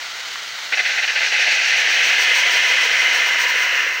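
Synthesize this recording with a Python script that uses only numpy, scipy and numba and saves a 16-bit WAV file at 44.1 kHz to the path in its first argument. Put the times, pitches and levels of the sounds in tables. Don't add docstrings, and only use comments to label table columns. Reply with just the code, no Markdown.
import sys
import numpy as np
from scipy import signal
from scipy.fft import rfft, irfft
from scipy.io import wavfile
from scipy.ndimage import map_coordinates
from numba import njit

SR = 44100
rng = np.random.default_rng(int(sys.argv[2]) if len(sys.argv) > 2 else 0)


def persist_wave(psi):
    counts = np.round(np.clip(psi, -1, 1) * 32767).astype(np.int16)
    wavfile.write(sys.argv[1], SR, np.atleast_2d(counts).T)


N = 176400
T = np.arange(N) / SR
BIN_HZ = np.arange(N // 2 + 1) * SR / N


def undb(db):
    return 10 ** (np.asarray(db) / 20)


def unit(x):
    return x / np.sqrt(np.mean(x ** 2))


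def envelope(rows):
    return undb(np.interp(T, *np.array(rows).T))


def noise():
    return rng.standard_normal(N)


def wander(hz):
    return unit(irfft(rfft(noise()) / (1 + (BIN_HZ / hz) ** 4), N))


def colour(x, spectrum):
    hz, db = np.array(spectrum).T
    gain = unit(undb(np.interp(np.log(BIN_HZ + 1), np.log(hz), db)))
    cepstrum = irfft(np.log(gain), N)
    cepstrum[1:N // 2] *= 2
    cepstrum[N // 2 + 1:] = 0
    return irfft(rfft(x) * np.exp(rfft(cepstrum)), N)


@njit
def moving_bandpass(x, hz, width_hz):
    y, band, low = np.empty(len(x)), 0., 0.
    for i in range(len(x)):
        g, damping = np.tan(np.pi * hz[i] / SR), width_hz / hz[i]
        v = (band + g * (x[i] - low)) / (1 + g * (g + damping))
        band, low = 2 * v - band, low + 2 * g * v
        y[i] = damping * v
    return y


# frequency in Hz, relative level in dB.
GAS_SPECTRUM = [(120, -48.5), (300, -22), (480, -15.5), (800, -7.5), (1100, -8.5), (1400, -0.5),
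                (1750, -2.5), (2000, 2), (2600, -5), (3050, -1.5), (3600, -4), (4300, -3.5), (5000, -8),
                (6400, -9), (8000, -21), (9300, -28.5), (11000, -29.5), (11800, -37.5), (13900, -31),
                (14600, -22.5), (15700, -23)]
# time in seconds, gain in dB.
GAS_FADE = [(3.2, 0.5), (3.8, -6), (4.0, -9)]
GAS_DB, GAS_FLUTTER_DB = -30, 0.9


def gas_leak():
    hiss = colour(noise(), GAS_SPECTRUM)
    return hiss * undb(GAS_DB + GAS_FLUTTER_DB * wander(hz=41)) * envelope(GAS_FADE)


# frequency in Hz, relative level in dB.
RUMBLE_SPECTRUM = [(20, -10), (38, -18), (55, -5), (150, 3), (240, -4), (400, -2.5)]
RUMBLE_DB = -63


def outdoor_rumble():
    return colour(noise(), RUMBLE_SPECTRUM + [(1500, -60)]) * undb(RUMBLE_DB)


# start in seconds, level in dB.
KNOCKS = [(0.357, -21.5), (3.97, -22)]
# frequency in Hz, relative level in dB.
KNOCK_SPECTRUM = [(400, -18), (900, 8), (1900, 13), (3000, -3), (8000, -26)]
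KNOCK_DECAY_S = 0.0035


def tool_knocks():
    strikes = sum(undb(db) * (T >= start) * np.exp(-np.abs(T - start) / KNOCK_DECAY_S)
                  for start, db in KNOCKS)
    return colour(noise() * strikes, KNOCK_SPECTRUM)


def spatter(per_s, spread_db, smooth_share):
    impulses = (rng.random(N) < per_s / SR) * np.sign(noise())
    sizes = undb(spread_db * np.minimum(rng.exponential(size=N), 4))
    return np.sqrt(1 - smooth_share) * unit(impulses * sizes) + np.sqrt(smooth_share) * noise()


# centre in Hz, width in Hz, gain in dB.
RESONANCES = [(492, 99, 4), (730, 63, 1), (1570, 41, 3), (1775, 35, 6), (1950, 60, -2.5), (2048, 63, 7),
              (2540, 77, 3.5), (2940, 150, 1.5)]


def keg_ring(x):
    f = BIN_HZ + SR / N
    responses = [1 + (undb(db) - 1) / (1 + 1j * (f * f - hz * hz) / (f * width_hz))
                 for hz, width_hz, db in RESONANCES]
    return irfft(rfft(x) * np.prod(responses, axis=0), N)


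# time in seconds, centre in Hz, gain in dB.
NOTCH_PATH = [(1.1, 2245, -3), (1.4, 2400, 0.5), (2.4, 2291, -4.5)]
NOTCH_WIDTH_HZ = 89.0


def reflection_notch(x):
    times, hz, db = np.array(NOTCH_PATH).T
    band = moving_bandpass(x, np.interp(T, times, hz), NOTCH_WIDTH_HZ)
    return x + (undb(np.interp(T, times, db)) - 1) * band


# start in seconds, length in seconds, level in dB, extra gurgle in dB.
SPURTS = [(.723, .024, -15.5, 0), (.772, .013, -16.5, 2), (.791, .019, -17.3, 1.5), (.847, .031, -18, -3),
          (.893, .032, -18.3, -1), (.974, .029, -17.8, 0), (1.024, .028, -17, 1), (1.077, .03, -16.8, 0),
          (1.154, .041, -17, 2), (1.205, .047, -16.7, 2), (1.26, .026, -17, 2), (1.317, .05, -16.8, 0),
          (1.39, .04, -15, 1), (1.468, .08, -16, 0.5)]
# time in seconds, level in dB.
BEER_FLOW = [(.715, -60), (.76, -31), (.83, -25), (.95, -22), (1.06, -27), (1.305, -23), (1.335, -18.5),
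             (1.7, -16.5), (2.15, -15.1), (2.84, -15.7), (2.875, -18), (2.92, -15.5), (3.3, -17.2),
             (3.86, -18.4), (3.92, -22.5)]
# frequency in Hz, relative level in dB.
FIRST_SPRAY_SPECTRUM = [(200, -54), (300, -29), (680, -14.5), (830, -11), (980, -25.5), (1200, -18),
                        (1550, -1.5), (2050, 0.5), (2650, 1), (3200, -8.5), (4400, -9.5), (9000, -54.5)]
FULL_SPRAY_SPECTRUM = [(200, -46), (300, -25), (480, -19), (780, -15), (1000, -20), (1200, -13), (1550, -4),
                       (2050, 1), (2650, -2.5), (3050, -2), (3450, -11), (4400, -20.5), (9000, -52.5)]
# time in seconds, frequency factor.
JET_SPEED = [(.7, 0.98), (1.2, 1.017), (1.7, 1.027), (2.2, 1.049), (2.7, 1.02), (3.3, 0.98), (4.0, 0.91)]
CROSSFADE_MIDDLE_S, CROSSFADE_LENGTH_S = 1.92, 1
SPRAY_FLUTTER_DB, GURGLE_DB, GURGLE_TOP_HZ = 0.32, 1.57, 1210


def beer_spray():
    attack_s, release_s = .001, .004
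    flow = envelope(BEER_FLOW)
    gurgle_db = GURGLE_DB * wander(hz=27.8)
    for start, length, db, extra_db in SPURTS:
        gate = np.clip((T - start) / attack_s, 0, 1)
        gate *= np.exp(-np.maximum(T - start - length, 0) / release_s)
        flow = np.maximum(flow, undb(db) * gate)
        gurgle_db += extra_db * gate
    tearing = spatter(per_s=2500, spread_db=3.0, smooth_share=0.56)
    tearing *= undb(SPRAY_FLUTTER_DB * wander(hz=70))
    read_position = np.cumsum(np.interp(T, *np.array(JET_SPEED).T))
    first, full = (map_coordinates(colour(tearing, spectrum), [read_position], mode="mirror")
                   for spectrum in (FIRST_SPRAY_SPECTRUM, FULL_SPRAY_SPECTRUM))
    blend = np.clip((T - CROSSFADE_MIDDLE_S) / CROSSFADE_LENGTH_S + .5, 0, 1)
    spray = reflection_notch(keg_ring((1 - blend) * first + blend * full))
    low = signal.sosfiltfilt(signal.butter(4, GURGLE_TOP_HZ, fs=SR, output="sos"), spray)
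    return unit(spray + low * (undb(gurgle_db) - 1)) * flow


# frequency in Hz, relative level in dB.
SIZZLE_SPECTRUM = [(3000, -28.5), (4000, 6), (5000, -0.5), (5700, 6.5), (6450, 0.5), (7000, -7.5),
                   (8000, -14.5), (9200, -39), (10000, -36), (14000, -56)]
FIZZ_SPECTRUM = [(6500, -19), (8000, 3), (9200, 0.5), (10000, -14.5), (14000, -21)]
MIST_SPECTRUM = [(9000, -37), (12800, -8), (13700, -11), (14600, 7), (15700, 3)]
# time in seconds, level in dB.
SIZZLE_LEVEL = [(.7, -49), (.75, -29), (1.15, -28.5), (1.5, -26), (2.8, -25), (3.6, -28), (4.0, -31.5)]
FIZZ_LEVEL = [(.7, -54), (1.4, -51), (2.25, -42), (3.45, -43.5), (4.0, -48.5)]
MIST_LEVEL = [(.7, -70), (1.4, -52), (2.15, -37), (3.0, -38), (3.5, -34.5), (4.0, -37)]
HOLLOW_LEVEL = [(1.5, -59), (1.9, -45), (2.35, -33), (4.0, -31.5)]
# middle in seconds, length in seconds, gain in dB.
SURGES = [(1.262, .1, -.5), (1.42, .06, 0), (1.53, .11, 0), (1.675, .11, -.5), (1.79, .075, 0),
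          (1.925, .1, -1.5), (2.07, .1, 0), (2.218, .09, .5), (2.378, .1, 0), (2.545, .125, -.3),
          (2.69, .12, -1.3), (2.838, .09, -.8), (3.01, .16, -2.3), (3.16, .1, -1), (3.278, .055, -1),
          (3.415, .095, 0), (3.497, .04, -.5), (3.62, .105, -.7), (3.755, .09, -2.5)]
SURGE_FLOOR_DB, FOAM_FLUTTER_DB = -3.8, .5
HOLLOW_HZ, HOLLOW_WIDTH_HZ = 986, 81
MIST_EXPONENT, HOLLOW_EXPONENT = 1.8, 2.54


def foam():
    swells = sum(undb(db) * np.exp(-(2 * (T - middle) / length) ** 4) for middle, length, db in SURGES)
    surge = np.maximum(swells, undb(SURGE_FLOOR_DB))
    flutter = undb(FOAM_FLUTTER_DB * wander(hz=22))
    sizzle = colour(spatter(per_s=4000, spread_db=-2.0, smooth_share=0.89), SIZZLE_SPECTRUM)
    sizzle *= envelope(SIZZLE_LEVEL)
    fizz = colour(spatter(per_s=2200, spread_db=4.5, smooth_share=0.75), FIZZ_SPECTRUM)
    fizz *= envelope(FIZZ_LEVEL)
    mist = colour(noise(), MIST_SPECTRUM) * envelope(MIST_LEVEL)
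    hiss = sizzle * surge + (fizz + mist) * surge ** MIST_EXPONENT
    edges_hz = [HOLLOW_HZ - HOLLOW_WIDTH_HZ / 2, HOLLOW_HZ + HOLLOW_WIDTH_HZ / 2]
    cavity = signal.butter(2, edges_hz, "band", fs=SR, output="sos")
    hollow = unit(signal.sosfilt(cavity, noise())) * envelope(HOLLOW_LEVEL)
    return hiss * flutter + hollow * surge ** HOLLOW_EXPONENT


PATIO_DB, PATIO_DELAY_S, PATIO_DECAY_S = -11.5, .004, 0.025


def patio_reflections(x):
    tail = noise() * np.exp(-T / PATIO_DECAY_S) * (T > PATIO_DELAY_S)
    tail /= np.sqrt(np.sum(tail ** 2))
    return undb(PATIO_DB) * signal.fftconvolve(x, tail)[:N]


def scene():
    keg = gas_leak() + beer_spray() + foam() + tool_knocks()
    return (keg + patio_reflections(keg) + outdoor_rumble())[None]


CLIP_DRIVE, LOWPASS_HZ = 1.27, 15750


def record(dry):
    rounded = np.tanh(CLIP_DRIVE * dry) / CLIP_DRIVE
    return signal.sosfilt(signal.ellip(10, .2, 80, LOWPASS_HZ, fs=SR, output="sos"), rounded)


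dry = scene()
out = record(dry)
persist_wave(out)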